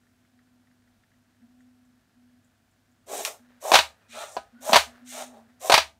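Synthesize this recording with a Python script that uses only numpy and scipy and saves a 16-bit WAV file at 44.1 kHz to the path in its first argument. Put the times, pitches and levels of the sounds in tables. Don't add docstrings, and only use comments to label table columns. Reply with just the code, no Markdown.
import sys
import numpy as np
from scipy import signal
from scipy.fft import rfft, irfft, next_fast_len
from scipy.io import wavfile

SR = 44100
rng = np.random.default_rng(int(sys.argv[2]) if len(sys.argv) > 2 else 0)


def write(x):
    x = np.atleast_2d(x).T
    wavfile.write(sys.argv[1], SR, np.round(np.clip(x, -1, 1) * 32767).astype(np.int16))


N = 264159
TIME = np.arange(N) / SR
PULSE_HZ = 49.5


def amp(db):
    return 10 ** (np.asarray(db) / 20)


def unit(x):
    return x / np.sqrt(np.mean(x ** 2))


def fade(t, t60):
    return np.exp(-np.log(1000) * t / t60)


def spell(age, length, attack_s, t60):
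    return np.clip(age / attack_s, 0, 1) * fade(np.maximum(age - length, 0), t60)


def wobble(t, rate):
    knots = rng.standard_normal(2048)
    return np.interp(t * rate, np.arange(len(knots)), knots)


def clicks(times, sizes):
    return np.bincount(np.clip(np.round(times * SR).astype(int), 0, N - 1), sizes, N)


def colour(x, tone):
    size = next_fast_len(2 * len(x), real=True)
    hz, db = np.transpose(tone)
    log_hz = np.log(np.maximum(np.fft.rfftfreq(size, 1 / SR), 1))
    bass_cut = 2 * np.maximum(np.log(hz[0]) - log_hz, 0)
    log_gain = np.log(amp(np.interp(log_hz, np.log(hz), db))) - bass_cut
    cepstrum = irfft(log_gain, size)
    cepstrum[1:size // 2] *= 2
    cepstrum[size // 2 + 1:] = 0
    return irfft(rfft(x, size) * np.exp(rfft(cepstrum)), size)[:len(x)]


def bursts(times, levels_db, t60, tone, tail_db, tail_t60):
    t = TIME[:SR // 2]
    decay = fade(t, t60) ** 2 + (amp(tail_db) * fade(t, tail_t60)) ** 2
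    power = signal.fftconvolve(clicks(times, amp(levels_db) ** 2), decay)[:N]
    noise = rng.standard_normal(N)
    return colour(noise * np.sqrt(np.maximum(power, 0)), tone) / np.std(colour(noise[:SR], tone))


# frequency in Hz, boost or cut in dB.
AIR_TONE = [(18, -37), (30, -7), (95, -4), (187, -8), (249, 1), (299, -12.5), (492, -18.5), (691, -17.5),
            (970, -19.5), (1680, -21.5), (2240, -21.5), (8280, -27.5), (10500, -30.5), (11900, -31),
            (15500, -33)]
# pitch in Hz, level in dB.
ROOM_HUM = [(100, -74.5), (329, -88), (658, -86.5), (693, -90.5), (743, -90.5), (1388, -88.5), (1538, -88),
            (1685, -89.5)]


def quiet_room(air_db=-69):
    air = unit(colour(rng.standard_normal(N), AIR_TONE)) * amp(air_db + 0.32 * wobble(TIME, 5))
    hum = sum(amp(db + 0.5 * wobble(TIME, 7)) * np.sin(2 * np.pi * hz * TIME) for hz, db in ROOM_HUM)
    return air + np.sqrt(2) * hum


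def with_echo(x, wet_db=-14, air_t60=0.18, boom_t60=0.29, boom_db=-7):
    t = TIME[:SR // 2]
    air_tone = [(100, -2), (400, 0.5), (900, -14.5), (2000, 5.5), (4500, 5), (9000, 2.5), (15000, -8)]
    boom_tone = [(200, -2.5), (450, -3), (650, 3.5), (1000, -7), (2500, -10.5), (8000, -26.5)]
    air = colour(rng.standard_normal(len(t)), air_tone) * fade(t, air_t60)
    boom = colour(rng.standard_normal(len(t)), boom_tone) * fade(t, boom_t60)
    tail = (air + amp(boom_db) * boom) * np.clip(t / 0.002 - 1, 0, 1)
    return x + amp(wet_db) * signal.fftconvolve(x, tail / np.linalg.norm(tail))[:N]


# start in seconds, level in dB.
BRUSH_SQUEAKS = [(1.603, -74), (1.85, -76), (2.445, -71.5), (2.71, -75), (2.915, -77)]
# frequency in Hz, boost or cut in dB.
SQUEAK_TONE = [(5500, -19), (7000, 0), (7600, -1), (8400, -6), (10000, -18)]


def squeaks():
    starts, db = np.transpose(BRUSH_SQUEAKS)
    return bursts(starts, db, t60=0.1, tone=SQUEAK_TONE, tail_db=-9, tail_t60=0.27)


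# start in seconds, level in dB.
SERVO_TWITCHES = [(.034, -69), (0.067, -65.5), (.249, -64), (0.39, -60.5), (.471, -65), (0.672, -64),
                  (.713, -63), (.875, -66), (1.036, -60), (1.117, -65), (1.137, -66), (1.418, -67),
                  (1.606, -66)]
# frequency in Hz, boost or cut in dB.
PING_TONE = [(700, -22), (1100, -18), (1350, -5), (1600, -3), (1830, 2.5), (2100, -4), (2400, -16),
             (4000, -19), (9000, -40)]


def twitches():
    starts, db = np.transpose(SERVO_TWITCHES)
    return bursts(starts, db, t60=0.037, tone=PING_TONE, tail_db=-16, tail_t60=0.1)


# start in seconds, length in seconds, pitch in Hz, level in dB.
SERVO_WHINES = [(4.0, 0.084, 2435, -73), (4.098, 0.067, 2450, -50.5), (4.528, 0.29, 1474, -61.5)]


def whining(throb_db=3, waver=0.0304):
    out = 0
    for start_s, length, hz, db in SERVO_WHINES:
        phase = 2 * np.pi * np.cumsum(hz * (1 + waver * wobble(TIME, 250))) / SR
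        out = out + amp(db) * spell(TIME - start_s, length, attack_s=0.036, t60=0.06) * np.sin(phase)
    return out * amp(throb_db * np.sin(2 * np.pi * PULSE_HZ * TIME))


# time in seconds, relative strength in dB.
TICK_STRENGTH = [(0, -70.5), (1.2, -69.5), (3.2, -69), (3.52, -62), (4.1, -63), (4.7, -62), (4.98, -55.5),
                 (5.1, -64.5), (5.5, -63.5), (5.99, -74)]
# frequency in Hz, boost or cut in dB.
CASE_TONE = [(500, -7), (700, -7), (1000, -10.5), (1350, -7.5), (1750, -4.5), (2100, -12), (2500, -16),
             (4000, -20), (9000, -32.5)]


def ticking(heavy_load_db=-62, ring_db=32, buzz_db=-4):
    pulses = np.arange(0.0145, N / SR, 1 / PULSE_HZ)
    force_db = np.interp(pulses, *np.transpose(TICK_STRENGTH)) + 1.2 * rng.standard_normal(len(pulses))
    ring = amp(ring_db) * colour(clicks(pulses, amp(force_db)), CASE_TONE)
    others = np.add.outer(pulses, np.array([1, 2, 3]) / 4 / PULSE_HZ).ravel()
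    others_db = np.repeat(force_db + np.minimum(force_db - heavy_load_db, 0), 3)
    starts, db = np.r_[pulses, others], np.r_[force_db + buzz_db, others_db]
    return ring + bursts(starts, db, t60=0.025, tone=CASE_TONE, tail_db=-13.5, tail_t60=0.08)


# start in seconds, length in seconds, pitch in Hz, starting level in dB.
SERVO_HUMS = [(0, 0.48, 246, -69), (.32, 0.61, 247, -61), (1.115, 0.48, 248, -67), (1.408, .04, 237, -54.5),
              (1.469, 0.52, 249, -58.5), (2.153, 0.24, 246, -59.5), (2.426, 0.11, 246, -68.5),
              (2.576, .12, 249, -78), (2.861, .21, 246, -69), (3.389, .2, 245, -60),
              (4.085, 0.082, 234, -58), (4.523, 0.045, 236, -50), (4.585, 0.066, 252, -52),
              (4.858, 0.158, 243, -55.5), (5.011, 0.32, 248, -51), (5.332, 0.14, 228, -57),
              (5.471, .14, 248, -62)]


def humming(overtone_db=-24, flutter_db=1.5, waver=0.005, sag_db_per_s=11):
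    out, age = np.zeros(N + SR), TIME[:SR]
    for start_s, length, hz, db in SERVO_HUMS:
        phase = 2 * np.pi * np.cumsum(hz * (1 + waver * wobble(age, 35))) / SR
        hum = np.sqrt(2) * (np.sin(phase) + amp(overtone_db) * np.sin(3 * phase))
        level = amp(db - sag_db_per_s * age + flutter_db * wobble(age, 30))
        start = int(start_s * SR)
        out[start:start + SR] += hum * level * spell(age, length, attack_s=0.019, t60=0.12)
    return out[:N]


def run_up(age, lag_s):
    return (1 - np.exp(-np.maximum(age, 0) / lag_s)) ** 2


def gear_teeth(t, hz, tone, waver, scatter_db):
    strikes = 0
    for gearing in np.linspace(-0.2, 0.2, 5):
        teeth_passed = np.cumsum(hz * np.exp(gearing + waver * wobble(t, 70))) / SR
        force = amp(scatter_db * rng.standard_normal(len(t)))
        strikes = strikes + np.diff(np.floor(teeth_passed), prepend=0) * force
    return unit(colour(strikes - np.mean(strikes), tone))


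# frequency in Hz, boost or cut in dB.
GROWL_TONE = [(150, -30.5), (330, -16), (460, -5), (630, 2), (830, -4), (1100, -5), (1400, -27.5),
              (1750, -25), (2600, -42)]
HIP_TONE = [(150, -26), (260, -9), (400, -2), (500, -9), (650, -14), (1200, -34.5)]
KNEE_TONE = [(800, -24), (1150, -4.5), (1370, 0), (1550, -18), (2200, -34.5)]
RATTLE_TONE = [(900, -19.5), (1700, -2), (2500, -2.5), (3100, -3.5), (3800, 0.5), (4700, -10), (6500, -22),
               (12000, -43.5)]
BRUSH_TONE = [(3500, -30.5), (4500, -13), (5150, -7), (5650, -1), (6300, 0), (7600, 0), (9700, -3),
              (10500, -10.5), (12000, -5), (15000, -12), (16000, -17.5)]
# start, length, spin-up time and wait before the
# gears bite, all in seconds; growl, rattle and hiss levels in dB; hip and knee levels in dB compared
# with the growl; boost or cut of the hiss above 10 kHz in dB.
LEG_SWINGS = [(3.056, .15, 0.056, 0.0036, -33.5, -42, -36, -5, -21, -1),
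              (3.207, .07, 0.013, .006, -38, -46.5, -43, -8, -9, 6),
              (3.596, .11, 0.044, 0.011, -26.5, -43, -36.5, -16.5, -24, 0),
              (4.072, 0.16, 0.056, 0.042, -35.5, -42.5, -45, -19, -4.5, -5.5),
              (4.256, .095, 0.012, 0.011, -44.5, -63.5, -51, -19, -20, -7),
              (4.598, 0.12, 0.054, .005, -29.5, -41.5, -34.5, -27, -19.5, 0),
              (5.041, .17, 0.049, 0.059, -36.5, -44, -40.5, -19.5, -10, -3.5),
              (5.243, 0.14, 0.041, .01, -50, -70.5, -73.5, -11, -21, -7),
              (5.59, 0.089, 0.038, .005, -30, -43, -36.5, -21.5, -24, -0.5)]


def leg_swing(start_s, length, spin_up, slack, growl_db, rattle_db, brush_db, hip_db, knee_db, top_db):
    full_speed_hz, gather_s, bite_s = 718.7, 0.05, 0.051
    start = int(start_s * SR)
    age = TIME[:min(int(0.7 * SR), N - start)]
    tooth_hz = full_speed_hz * (1 - 0.32 * np.exp(-age / gather_s))
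    growl = gear_teeth(age, tooth_hz, GROWL_TONE, waver=0.06, scatter_db=4.5)
    hips = gear_teeth(age, 0.73 * tooth_hz, HIP_TONE, waver=0.05, scatter_db=3.5)
    knees = gear_teeth(age, 2 * tooth_hz, KNEE_TONE, waver=0.027, scatter_db=4)
    rattle = gear_teeth(age, tooth_hz, RATTLE_TONE, waver=0.11, scatter_db=3)
    sparks = rng.standard_normal(len(age)) * amp(2.9 * wobble(age, 1300) + wobble(age, 280))
    brush = unit(colour(sparks, [(hz, db + top_db * (hz > 10000)) for hz, db in BRUSH_TONE]))
    gears = growl + amp(hip_db) * hips + amp(knee_db) * knees
    loaded = gears * amp(growl_db + 2.5 * wobble(age, 50)) * run_up(age - slack, bite_s)
    spinning = (rattle * amp(rattle_db) + brush * amp(brush_db)) * run_up(age, spin_up)
    coasting = fade(np.maximum(age - length, 0), t60=0.23)
    return np.pad((loaded + spinning) * coasting, (start, N - start - len(age)))


# start in seconds, relative level in dB.
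BODY_DROPS = [(3.716, -30.5), (4.368, -39), (4.695, -23.5), (4.73, -15.5), (5.694, -33)]


def thumps(frame_hz=225, cut_hz=190):
    starts, db = np.transpose(BODY_DROPS)
    t = TIME[:SR // 10]
    flex = np.sin(2 * np.pi * frame_hz * t) * fade(t, t60=0.05) * np.minimum(t * frame_hz, 1)
    flex = signal.sosfilt(signal.butter(2, cut_hz, "high", fs=SR, output="sos"), flex)
    return signal.fftconvolve(clicks(starts, amp(db)), flex)[:N]


# pitch in Hz, relative level in dB, seconds to fade by 60 dB.
BOARD_NOTES = [(58, -46, 0.28), (74, -43.5, 0.44), (160, -37, 0.026), (225, -25, 0.043), (340, -26.5, 0.06),
               (433.8, -23, 0.065), (581, -12, 0.062), (653, -8.5, 0.076), (810, -18.5, 0.16),
               (909, -18, 0.064), (965, -13, .09), (1021, -13.5, 0.07), (1234, -27, 0.23),
               (1440, -27, 0.13), (1528, -27.5, 0.19), (1648, -26, 0.13)]


def knocks(blows, ring_db=0.5, overtone_db=-10, cut_hz=400):
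    t, out = TIME[:SR // 2], np.zeros(N + SR)
    note_hz, note_db, t60 = np.transpose(BOARD_NOTES)[:, :, None]
    build_up = np.sin(np.pi / 2 * np.minimum(t * note_hz / 2, 1)) ** 2
    note_levels = amp(note_db) * fade(t, t60) * build_up
    bass_cut = signal.butter(2, cut_hz, "high", fs=SR, output="sos")
    for start_s, db, hz, _, _ in blows:
        place, detune = rng.uniform(-0.86, 1, (2, len(BOARD_NOTES), 1))
        phases = 2 * np.pi * note_hz * (1 + 0.021 * detune) * t + np.pi * place
        ring = np.sum(note_levels * np.sin(phases), axis=0)
        knock = np.sin(2 * np.pi * hz * t) * fade(t, t60=0.026)
        knock += amp(overtone_db) * np.sin(2 * np.pi * 1.5 * hz * t) * fade(t, t60=0.015)
        start = int(start_s * SR)
        out[start:start + len(t)] += amp(db) * (signal.sosfilt(bass_cut, knock) + amp(ring_db) * ring)
    return out[:N]


# frequency in Hz, boost or cut in dB.
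CLACK_TONE = [(400, -19.5), (900, 4.5), (1500, 2), (2300, 2), (3100, 0.5), (4300, 1.5), (5200, -5),
              (6100, -6), (7000, -13.5), (11000, -23.5)]
SNAP_TONE = [(3000, -26), (5500, -1), (7000, 0.5), (9500, -2.5), (10500, -7), (13000, -9.5), (15000, -11),
             (16000, -21)]
# start in seconds, knock level in dB, knock pitch in Hz,
# clack level in dB, snap level in dB.
FOOT_BLOWS = [(3.2501, -52, 950, -25, -19.5), (3.2755, -32.5, 950, -36.5, -45),
              (3.7181, -2.5, 663, -16, -20), (3.729, -14.5, 754, -21, -22.5), (3.737, -9, 750, -11, -23),
              (3.742, -3.5, 747, -7, -18), (3.7544, -5, 790, -4, -15), (3.788, -12.5, 966, -12.5, -25.5),
              (4.367, -17, 738, -35.5, -58), (4.694, -16, 812, -39, -44), (4.7222, -15, 684, -32.5, -43.5),
              (4.7315, -5.5, 777, -9.5, -18.5), (4.7439, -8, 746, -12, -27),
              (4.758, -3.5, 747, -5.5, -15.5), (4.7648, -6.5, 687, -12, -17.5),
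              (5.222, -30.5, 750, -43.5, -43.5), (5.6978, -2, 702, -16, -19),
              (5.7195, -6.5, 790, -11.5, -19.5), (5.7235, -10, 770, -13, -19), (5.74, -7.5, 964, -4, -16),
              (5.778, -9, 853, -10.5, -27)]


def footfalls():
    starts, _, _, clack_db, snap_db = np.transpose(FOOT_BLOWS)
    clack = bursts(starts, clack_db, t60=0.053, tone=CLACK_TONE, tail_db=-9.5, tail_t60=0.16)
    snap = bursts(starts, snap_db, t60=0.0068, tone=SNAP_TONE, tail_db=-11.5, tail_t60=0.21)
    return knocks(FOOT_BLOWS) + thumps() + clack + snap


def scene():
    whirrs = sum(leg_swing(*row) for row in LEG_SWINGS)
    small_sounds = humming() + ticking() + twitches() + whining() + squeaks()
    return (with_echo(whirrs) + with_echo(footfalls()) + small_sounds + quiet_room())[None]


def record(dry):
    ceiling, bottom_hz, top_hz = 0.72, 30, 15500
    rounded = dry / (1 + (dry / ceiling) ** 4) ** 0.25
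    bass_trimmed = signal.sosfilt(signal.butter(2, bottom_hz, "high", fs=SR, output="sos"), rounded)
    return signal.sosfilt(signal.ellip(8, 0.2, 70, top_hz, fs=SR, output="sos"), bass_trimmed)


dry = scene()
out = record(dry)
write(out)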